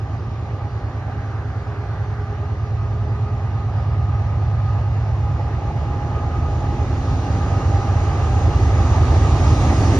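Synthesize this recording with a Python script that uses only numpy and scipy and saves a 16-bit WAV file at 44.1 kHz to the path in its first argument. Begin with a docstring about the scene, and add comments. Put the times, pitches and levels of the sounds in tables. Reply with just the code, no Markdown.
"""Freight train approaching a grass bank

From beside the track, a diesel freight train draws near from far down the line but does not arrive.
Three four-stroke engines, built from harmonics of their cycles, drone and beat; gear teeth whine upward.
Shaped noise makes the exhaust roar, wheel rumble, rail hiss, flange rub and faint dull knocks.
Wavering tones add ringing wheels and a fan; everything is spread over two microphone channels."""
import sys
import numpy as np
from scipy import signal
from scipy.fft import rfft, irfft, next_fast_len
from scipy.io import wavfile
from scipy.ndimage import uniform_filter1d, map_coordinates

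SR = 44100
rng = np.random.default_rng(int(sys.argv[2]) if len(sys.argv) > 2 else 0)


def log_audio(samples):
    """Write samples as a 16-bit WAV file to the path given in sys.argv[1]."""
    # one column per channel
    frames = np.atleast_2d(samples).T
    # limit to full scale, then quantise
    limited = np.clip(frames, -1, 1)
    pcm = np.round(limited * 32767).astype(np.int16)
    wavfile.write(sys.argv[1], SR, pcm)


N = 440559
TIME = np.arange(N) / SR

# Two microphone ports. Each row: frequency in Hz, side minus mid in dB.
STEREO_WIDTH = [(60, -18.5), (350, -15.5), (620, -10.5), (1110, -12), (1500, -10), (2000, 4), (3000, -4.5),
                (4000, 3), (5000, -7.5), (6200, 0), (8000, 9.5), (11500, -13)]
# Sound from the left reaches the two ports out of step.
# Each row: frequency in Hz, share of the side signal a quarter turn ahead of the mid (-1 to 1).
STEREO_SKEW = [(60, 0), (140, .3), (450, -.25), (800, .65), (1700, 0), (2050, .6), (2850, .7), (3500, 0),
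               (4200, -.42), (5300, .35), (6450, -.48), (7200, .35), (9200, .7), (10500, 0)]
# Balance of the two channels. Each row: frequency in Hz, left minus right in dB.
STEREO_TILT = [(60, -1.36), (190, -2), (330, 0.5), (620, -2.5), (1100, -1.8), (2000, -2.5), (4000, 1.3),
               (9000, -2)]
TOP_HZ = 12400  # band limit of the recorder

# Noise colours, relative within each table. Each row: frequency in Hz, density in dB per Hz.
RUMBLE_SPECTRUM = [(8, -30), (25, -22), (38, -19.5), (55, -1), (100, -5.5), (150, -6), (260, -27),
                   (600, -79.5)]
WHEEL_SPECTRUM = [(250, -24.5), (480, -4.5), (650, 1.5), (800, 3), (930, -2), (1100, -3.5), (1230, 0),
                  (1380, -11), (1700, -12), (2200, -18.5), (2800, -20.5), (3600, -29.5), (7000, -61)]
FAR_RAIL_SPECTRUM = [(1000, -20), (2200, -3), (3500, 1), (4600, 3), (6300, -2.5), (7300, -13.5),
                     (7900, -30.5), (9500, -18.5), (11000, -24.5), (12500, -42)]
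NEAR_RAIL_SPECTRUM = [(1000, -22), (2200, 0), (3500, 0.5), (5000, 1.5), (6500, 1.5), (7300, -8.5),
                      (8000, -19), (9300, -15), (10600, -23.5), (12500, -38)]
FIZZ_SPECTRUM = [(6000, -26), (8000, -1.5), (9500, 2.5), (10800, -0.5), (11800, -14), (12400, -23)]
KNOCK_SPECTRUM = [(200, -19), (450, 3), (900, 4.5), (1400, -21.5), (4000, -52), (9000, -100)]
RUB_SPECTRUM = [(600, -36), (1050, -7), (1300, 2), (1550, 3), (1850, -6.5), (2300, -15.5), (4000, -45)]
ROAR_SPECTRUM = [(70, -37), (130, 4), (185, -2.5), (225, -1.5), (265, -0.5), (310, 1.5), (390, 0),
                 (480, -4), (700, -12.5), (2000, -71)]

ARRIVAL_S = 12.94  # when the front of the train would reach the microphone
# Growth of each noise with distance. Each row: level in dB 1 s before arrival, loss in dB per tenfold
# distance, loss in dB behind the trees, clearing time in seconds, time scale of clearing in seconds,
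# level in dB of the steady far wash.
RUMBLE_APPROACH = (-23, 9, 10, 5.3, 0.5, -38)
WHEEL_APPROACH = (-15.5, 24, 1.27, 8, 3, -42.5)
RAIL_APPROACH = (-20, 39.5, 3.5, 7, 0.47, -59.5)
RING_APPROACH = (-44, 18, 3, 6.8, 0.5, -70)
# One surge of rail hiss. The row: peak time in seconds, half length in seconds, rise in dB.
RAIL_HISS_SURGE = (7.13, 0.45, 2.4)
# The wheel roar swells slightly once, late in the approach.
WHEEL_SURGE_S, WHEEL_SURGE_HALF_S, WHEEL_SURGE_DB = 9.25, 0.35, 1

# Faint dull knocks. Each row: start in seconds, level in dB.
KNOCK_TIMES = [(1.079, -30), (5.394, -27), (7.514, -26.5), (9.071, -24.5)]
KNOCK_ATTACK_S, KNOCK_T60_S = 0.003, 0.13
# Flanges rubbing the rail. Each row: start in seconds, length in seconds, level in dB.
FLANGE_RUBS = [(0.84, 1.65, -47.5), (7.092, 1.5, -47.5), (9.593, 0.53, -49)]
RUB_EDGE_S, RUB_REST_DB = 0.2, -55  # time scale of rise and fall; light rubbing in between
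# Ringing modes of the steel wheels. Each row: frequency in Hz, relative level in dB.
RING_MODES = [(1610, -2), (1925, 0), (2430, -4), (2860, -5)]
RING_KNOTS_PER_S, RING_FLICKER_DB = 190, 3  # faster wavering widens each mode's band
FAN_HZ, FAN_DB, FAN_AT_S, FAN_OVER_S = 316.66, -33, 9.0, 1.2  # blade tone, near level, fade-in

TOOTH_HZ, TOOTH_RISE_HZ_PER_S = 409.5, 1.0  # gear tooth rate; the train slowly gathers speed
# Driven axles, whose worn wheels differ in speed. Each row: speed ratio, relative level in dB.
FRONT_AXLE_RATIOS = [(1.025, -6), (0.988, -1.5), (0.975, -6)]
REAR_AXLE_RATIOS = [(.927, -3.5), (.945, -1), (.962, -4)]
# Gear harmonics. Each entry: multiple of the tooth rate, relative level in dB far, then near.
MESH_HARMONICS = {1: (-9.5, -7.5), 2: (-1.4, -0.59), 3: (-4, -8), 4: (-16, -22), 7: (-29, -21)}
# Whine of each locomotive. Each row: time it clears the trees in seconds, time scale in seconds,
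# screened level in dB at that time, change of that level in dB per second, open level in dB.
FRONT_WHINE_LEVEL = (6, 1, -47, 0.5, -42)
REAR_WHINE_LEVEL = (7, 0.55, -55, -0.83, -38.5)
BEAM_LOSS_DB = 6.5  # the whine carries forward and weakens as the locomotives come close
LOW_MULTIPLE, MIDDLE_MULTIPLE, HIGH_MULTIPLE = 1.003, 1.98, 3.003  # of the tooth rate
# Gear tones that stand out. Each row: time in seconds, level in dB.
LOW_TONE_LEVEL = [(0, -55), (1.1, -48), (1.6, -48), (2, -43.5), (2.2, -47), (2.5, -44), (3.2, -43),
                  (3.9, -49), (4.6, -56), (10, -50.5)]
MIDDLE_TONE_LEVEL = [(0, -51.5), (1, -47), (1.8, -56.5), (2.3, -46.5), (2.6, -57), (3.8, -53), (4.1, -43.5),
                     (5, -48), (5.3, -38.5), (5.6, -48), (5.82, -35), (6.15, -40), (6.5, -40), (8.4, -41),
                     (10, -43.5)]
HIGH_TONE_LEVEL = [(0, -62.5), (2.1, -58), (2.4, -47.5), (3.1, -51), (3.7, -46.5), (5.5, -48), (6, -52),
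                   (6.25, -38.5), (6.5, -47.5), (7.1, -46), (7.5, -39.5), (8, -46), (8.5, -40.5),
                   (10, -50.5)]

CYLINDERS = 12
LEAD_CYCLE_HZ, LEAD_SAG_HZ = 9.075, 0.12  # four-stroke cycles per second, and their drop up close
# Each duct delays higher notes more: radians per multiple squared.
LEAD_SMEAR, SECOND_SMEAR, THIRD_SMEAR = 0.403, 1.954, 0.697
LEAD_LAG, SECOND_LAG, THIRD_LAG = 0.778, 0.819, 0.228  # shares of a cycle
# The second engine droops under load and overshoots, the third slows.
# Each row: time in seconds, speed in cycles per second.
SECOND_CYCLE_RATE = [(0, 9.12), (3, 9.13), (4.2, 9.08), (5.5, 9.06), (6.4, 8.92), (7, 8.92), (7.7, 9.13),
                     (8.6, 9.19), (9.5, 9.15), (10, 9.05)]
THIRD_CYCLE_RATE = [(7, 8.7), (7.7, 8.6), (8.1, 8.4), (8.5, 8.6), (9, 8.55), (9.5, 8.48), (10, 8.4)]
# Engine levels; the third is barely there until near. Each row: time in seconds, level in dB.
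LEAD_LEVEL = [(0, -32), (2.2, -29), (3.2, -25.5), (4.6, -23.5), (5.4, -26), (6.5, -28), (7.5, -24),
              (8.4, -24), (9.5, -20), (10, -22)]
SECOND_LEVEL = [(0, -29), (2.3, -31), (2.9, -26), (3.5, -30), (3.95, -23), (5.2, -24), (5.9, -29),
                (6.5, -24), (7.2, -28), (8.1, -27), (8.4, -20.5), (9.1, -19.5), (10, -25)]
THIRD_LEVEL = [(0, -46), (6.2, -43), (7, -37), (7.7, -23), (8.1, -27), (8.5, -25), (9, -21.5), (9.5, -23),
               (10, -29)]
# Exhaust roar, and the pitched growl of the lead exhaust. Each row: time in seconds, level in dB.
ROAR_LEVEL = [(0, -41), (1.1, -40), (4.7, -41.5), (5.4, -38.5), (7.3, -32.5), (7.9, -33), (8.8, -30.5),
              (9.45, -29), (9.85, -27.5)]
GROWL_LEVEL = [(0, -51), (1.15, -50), (1.7, -60), (4.7, -62), (5.3, -48), (5.9, -46), (6.3, -40.5),
               (6.7, -42.5), (7, -39.5), (7.3, -37.5), (7.7, -39), (8.05, -47), (8.9, -39), (9.4, -39),
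               (9.75, -30.5), (10, -32)]
# Exhaust notes. Each entry: multiple of the cycle rate, relative level in dB far, then near.
LEAD_HARMONICS = {3: (-37, -31), 4: (-39, -33), 5: (-23, -12), 7: (-12, -8), 8: (-7.5, -2.5),
                  10: (-11.5, -9), 11: (0, 0), 13: (-4, -5), 14: (-12.5, -10), 16: (-15, -11),
                  17: (-25, -22), 18: (-31, -28), 20: (-29, -28), 22: (-23, -27), 23: (-26, -30),
                  26: (-28, -28), 28: (-24.5, -29), 40: (-30, -29)}
SECOND_HARMONICS = {6: (-13, -5), 7: (-20, -14), 9: (-2.5, 0), 10: (-17, -13), 12: (0, -5), 15: (-12, -11),
                    18: (-33, -30), 21: (-30, -31)}
THIRD_HARMONICS = {6: (-14, -11), 8: (-7, -14), 9: (-10, 0), 10: (-9, -9), 11: (0, -8), 12: (-12, -7),
                   15: (-17, -13), 18: (-26, -22)}
GROWL_HARMONICS = {20: (-9.5, -14), 22: (-13, -9), 23: (-11, -16.5), 25: (-14, -10.5), 27: (-10.5, -14.5),
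                   28: (-11.5, -4), 29: (0, 0), 30: (-14.5, -9.5), 31: (-7.5, -5), 32: (-10.5, -6.5),
                   36: (-11.5, -10.5), 38: (-13, -10.5), 40: (-16.5, -11), 43: (-16.5, -8)}
# The lead engine's strongest note fades for a moment.
DIP_NOTE, DIP_AT_S, DIP_HALF_S, DIP_DB = 11, 5.9, 0.7, 6


def amp(db):
    """Decibels to gain."""
    return 10 ** (np.asarray(db) / 20)


def unit(x):
    """Scale to rms 1 over all channels together."""
    return x / np.sqrt(np.mean(x ** 2) + 1e-20)


def along(points, hz):
    """Read (Hz, value) points on a log frequency axis."""
    f, v = np.transpose(points)
    return np.interp(np.log(hz + 1), np.log(f + 1), v)


def curve(rows):
    """Join (seconds, value) points into one value per sample."""
    s, values = np.transpose(rows)
    return np.interp(TIME, s, values)


def wobble(rate):
    """A smooth random curve with rate knots a second."""
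    coarse = np.linspace(0, TIME[-1], num=4000)
    knots = rng.standard_normal(4000)
    smooth = map_coordinates(knots, [coarse * rate], mode="wrap")
    return np.interp(TIME, coarse, smooth)


def filtered(x, response):
    """Multiply the spectrum of x by a response of frequency."""
    m = next_fast_len(N + SR // 4)
    hz = np.fft.rfftfreq(m, 1 / SR)
    return irfft(rfft(x, m) * response(hz), m)[..., :N]


def nearness(at, over):
    """Rise from 0 (far) to 1 (near) around the time at."""
    return .5 + .5 * np.tanh((TIME - at) / over)


def swell(at, half):
    """A smooth rise to 1 at the time at, and back to 0."""
    return np.exp(-((TIME - at) / half) ** 2)


def turning(rate):
    """Running angle of something that turns rate times a second."""
    return 2 * np.pi * np.cumsum(rate) / SR


def spread(pair):
    """Make left and right from a pair: bass from one point, treble partly from all around."""
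    def mix(hz):
        share = np.clip(along(STEREO_SKEW, hz), -1, 1)
        parts = np.array([1j * share, np.sqrt(1 - share ** 2)])
        return amp(along(STEREO_WIDTH, hz)) * parts
    mid = pair[0]
    side = filtered(pair, mix).sum(axis=0)
    return np.array([mid + side, mid - side])


def rush(spectrum, patchy_db):
    """Stereo noise with a mid near rms 1, made patchy in time and pitch by the moving air."""
    z = signal.stft(rng.standard_normal((2, N)), nperseg=512)[2]
    patches = uniform_filter1d(rng.standard_normal(z.shape[1:]), size=5, axis=0)  # across frequency
    patches = uniform_filter1d(patches, size=16, axis=1)  # across time
    noise = signal.istft(z * amp(patchy_db * unit(patches)), nperseg=512)[1][:, :N]
    coloured = filtered(noise, lambda hz: amp(along(spectrum, hz)))
    return spread(unit(coloured))


def approach(law):
    """Gain that grows as distance shrinks and the trees stop screening, over a steady far wash."""
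    close_db, falloff_db, screen_db, clear_s, over_s, wash_db = law
    distance = np.maximum(ARRIVAL_S - TIME, 1)  # in seconds of travel
    screened = 1 - nearness(clear_s, over_s)
    direct_db = close_db - falloff_db * np.log10(distance) - screen_db * screened
    return np.hypot(amp(direct_db), amp(wash_db))


def knocks():
    """Faint dull knocks: brief soft bumps of low-mid noise that decay fast."""
    gain = np.zeros(N)
    for s, db in KNOCK_TIMES:
        age = np.maximum(TIME - s, 0)
        attack = 1 - np.exp(-age / KNOCK_ATTACK_S)
        gain += amp(db - 60 * age / KNOCK_T60_S) * attack
    return gain * rush(KNOCK_SPECTRUM, patchy_db=1.0)


def fizz():
    """The air absorbs the highest rail noise until the wheels are close, late in the approach."""
    return amp(-58.5) * nearness(at=9.4, over=.5) * rush(FIZZ_SPECTRUM, patchy_db=1.0)


def flanges():
    """Wheel flanges lean on the rail for a second or so and let go: mid-pitched, fluttering noise."""
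    press = np.zeros(N)
    for s, length, db in FLANGE_RUBS:
        press += amp(db) * (nearness(s, RUB_EDGE_S) - nearness(s + length, RUB_EDGE_S))
    gain = np.hypot(press, amp(RUB_REST_DB))
    return gain * amp(0.77 * wobble(16)) * rush(RUB_SPECTRUM, patchy_db=-0.5)


def ringing():
    """Rough rail keeps the steel wheels ringing faintly; each mode is a narrow, flickering band."""
    out = np.zeros((2, N))
    for hz, db in RING_MODES:
        phase = 2 * np.pi * hz * TIME
        band = np.zeros((2, N))
        for channel in band:
            channel += wobble(RING_KNOTS_PER_S) * np.sin(phase)
            channel += wobble(RING_KNOTS_PER_S) * np.cos(phase)
        flicker = amp(RING_FLICKER_DB * wobble(14))
        out += amp(db) * unit(flicker * band)
    return approach(RING_APPROACH) * spread(out)


def ground_rumble():
    """Low noise from the ground under the train grows as the distance shrinks."""
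    return approach(RUMBLE_APPROACH) * rush(RUMBLE_SPECTRUM, patchy_db=-1.5)


def rolling_wheels():
    """The rolling wheels roar in mid-range noise that flutters and swells slightly once."""
    surge_db = WHEEL_SURGE_DB * swell(WHEEL_SURGE_S, WHEEL_SURGE_HALF_S)
    flutter_db = 0.27 * wobble(9) + 0.65 * wobble(26)
    gain = approach(WHEEL_APPROACH) * amp(flutter_db + surge_db)
    return gain * rush(WHEEL_SPECTRUM, patchy_db=1.0331)


def hissing_rails():
    """The rails hiss in treble noise that crossfades from a far to a brighter near colour."""
    near = nearness(at=6.7, over=1.9)
    far_hiss = np.sqrt(1 - near) * rush(FAR_RAIL_SPECTRUM, patchy_db=1.5)
    near_hiss = np.sqrt(near) * rush(NEAR_RAIL_SPECTRUM, patchy_db=1.32)
    at, half, surge_db = RAIL_HISS_SURGE
    flutter = amp(surge_db * swell(at, half) + 0.34 * wobble(24))
    return approach(RAIL_APPROACH) * flutter * (far_hiss + near_hiss)


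def fan():
    """A radiator fan's wavering blade tone comes through as the locomotives near."""
    phase = 2 * np.pi * FAN_HZ * TIME + 0.6 * wobble(6)
    gain = amp(FAN_DB + 1.5 * wobble(9.6)) * nearness(FAN_AT_S, FAN_OVER_S)
    return gain * np.sqrt(2) * np.sin(phase)


def tooth_angle():
    """Running angle of the gear tooth rate, which rises steadily."""
    return turning(TOOTH_HZ + TOOTH_RISE_HZ_PER_S * TIME)


def gear_tone(rows, multiple, scatter, fade_db):
    """One thin, fluttering gear tone that comes straight down the track."""
    phase = multiple * tooth_angle() + scatter * wobble(16)
    flutter = amp(fade_db * wobble(22))
    tone = flutter * np.sin([phase, phase + 2 * wobble(22)])
    return amp(curve(rows)) * unit(tone)


def singing():
    """Three gear tones stand out of the blurred whine, each swelling and fading on its own."""
    low = gear_tone(LOW_TONE_LEVEL, LOW_MULTIPLE, scatter=0.3, fade_db=3.0)
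    middle = gear_tone(MIDDLE_TONE_LEVEL, MIDDLE_MULTIPLE, scatter=0.75, fade_db=3.8)
    high = gear_tone(HIGH_TONE_LEVEL, HIGH_MULTIPLE, scatter=1.7, fade_db=4.0)
    return spread(low + middle + high)


def whine_gain(law):
    """A locomotive's whine steps forward when it clears the trees, then weakens up close."""
    clear_s, over_s, screened_db, db_per_s, open_db = law
    clear = nearness(clear_s, over_s)
    far_db = screened_db + db_per_s * (TIME - clear_s)
    beam_loss_db = BEAM_LOSS_DB * nearness(at=9.6, over=.3)
    return amp(far_db + (open_db - far_db) * clear - beam_loss_db)


def mesh(axles, scatter, fade_db):
    """Each driven axle sings at its tooth rate; many paths through the trees blur and fade the lines."""
    angle = tooth_angle()
    near = nearness(at=4.5, over=0.82)
    out = np.zeros((2, N))
    for ratio, axle_db in axles:
        for k, (far_db, near_db) in MESH_HARMONICS.items():
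            line_db = axle_db + far_db + (near_db - far_db) * near
            gain = amp(line_db + fade_db * wobble(13))
            phase = k * (ratio * angle + scatter * wobble(13))
            out += gain * np.sin([phase, phase + 3 * wobble(12)])
    return out


def gears():
    """The traction gears of two locomotives whine, the rear pitched a little lower."""
    front = whine_gain(FRONT_WHINE_LEVEL) * mesh(FRONT_AXLE_RATIOS, scatter=0.757, fade_db=3.5)
    rear = whine_gain(REAR_WHINE_LEVEL) * mesh(REAR_AXLE_RATIOS, scatter=0.711, fade_db=4.5)
    return spread(front + rear)


def engine(angle, level_db, note, near, smear, fade_db, drift):
    """Unequal cylinders repeat once a cycle: a comb of lines, smeared by the duct, high notes wavering most."""
    out = np.zeros(N)
    for k, (far_db, near_db) in note.items():
        phase = k * angle - smear * k ** 2 + drift * k ** 2 * wobble(5)
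        fading_db = fade_db * k / CYLINDERS * wobble(5)
        out += amp(far_db + (near_db - far_db) * near + fading_db) * np.cos(phase)
    return np.sqrt(2) * amp(level_db) * out


def lead_cycle():
    """The lead engine holds its speed; its pitch sags a little as it comes close."""
    rate = LEAD_CYCLE_HZ - LEAD_SAG_HZ * nearness(at=8.7, over=0.367)
    return turning(rate) - 2 * np.pi * LEAD_LAG


def exhaust():
    """The exhaust roars in puffs with the lead engine, whose upper harmonics surge into a pitched growl."""
    cycle = lead_cycle()
    puffs = 1 + 0.45 * np.sin(CYLINDERS * cycle) + 0.2 * np.sin(cycle)
    roar = amp(curve(ROAR_LEVEL)) * puffs * rush(ROAR_SPECTRUM, patchy_db=1.0)
    near = nearness(at=8.1, over=0.42)
    growl = engine(cycle, curve(GROWL_LEVEL), GROWL_HARMONICS, near, LEAD_SMEAR,
                   fade_db=1.3, drift=0.0011)
    return roar + growl


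def drone():
    """The three engines run at nearly the same speed, so their harmonics beat slowly."""
    dip_db = DIP_DB * swell(DIP_AT_S, DIP_HALF_S)
    dipped = [db - dip_db for db in LEAD_HARMONICS[DIP_NOTE]]
    lead_note = {**LEAD_HARMONICS, DIP_NOTE: dipped}
    second_cycle = turning(curve(SECOND_CYCLE_RATE)) - 2 * np.pi * SECOND_LAG
    third_cycle = turning(curve(THIRD_CYCLE_RATE)) - 2 * np.pi * THIRD_LAG
    lead = engine(lead_cycle(), curve(LEAD_LEVEL), lead_note,
                  nearness(at=5, over=0.4), LEAD_SMEAR, fade_db=1.0, drift=0.0009)
    second = engine(second_cycle, curve(SECOND_LEVEL), SECOND_HARMONICS,
                    nearness(at=6, over=0.4), SECOND_SMEAR, fade_db=1.5, drift=0.001)
    third = engine(third_cycle, curve(THIRD_LEVEL), THIRD_HARMONICS,
                   nearness(at=8.3, over=0.2), THIRD_SMEAR, fade_db=1.6, drift=0.002)
    return lead + second + third


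def scene():
    """The whole train; the trees on the right throw a little more sound back in most bands."""
    details = knocks() + fizz() + flanges() + ringing()
    rolling = ground_rumble() + rolling_wheels() + hissing_rails()
    machinery = fan() + singing() + gears()
    train = details + rolling + machinery + exhaust() + drone()
    return filtered(train, lambda hz: amp(np.outer([.5, -.5], along(STEREO_TILT, hz))))


def record(dry):
    """The recorder keeps nothing above its band limit."""
    return filtered(dry, lambda hz: hz < TOP_HZ)


dry = scene()
out = record(dry)
log_audio(out)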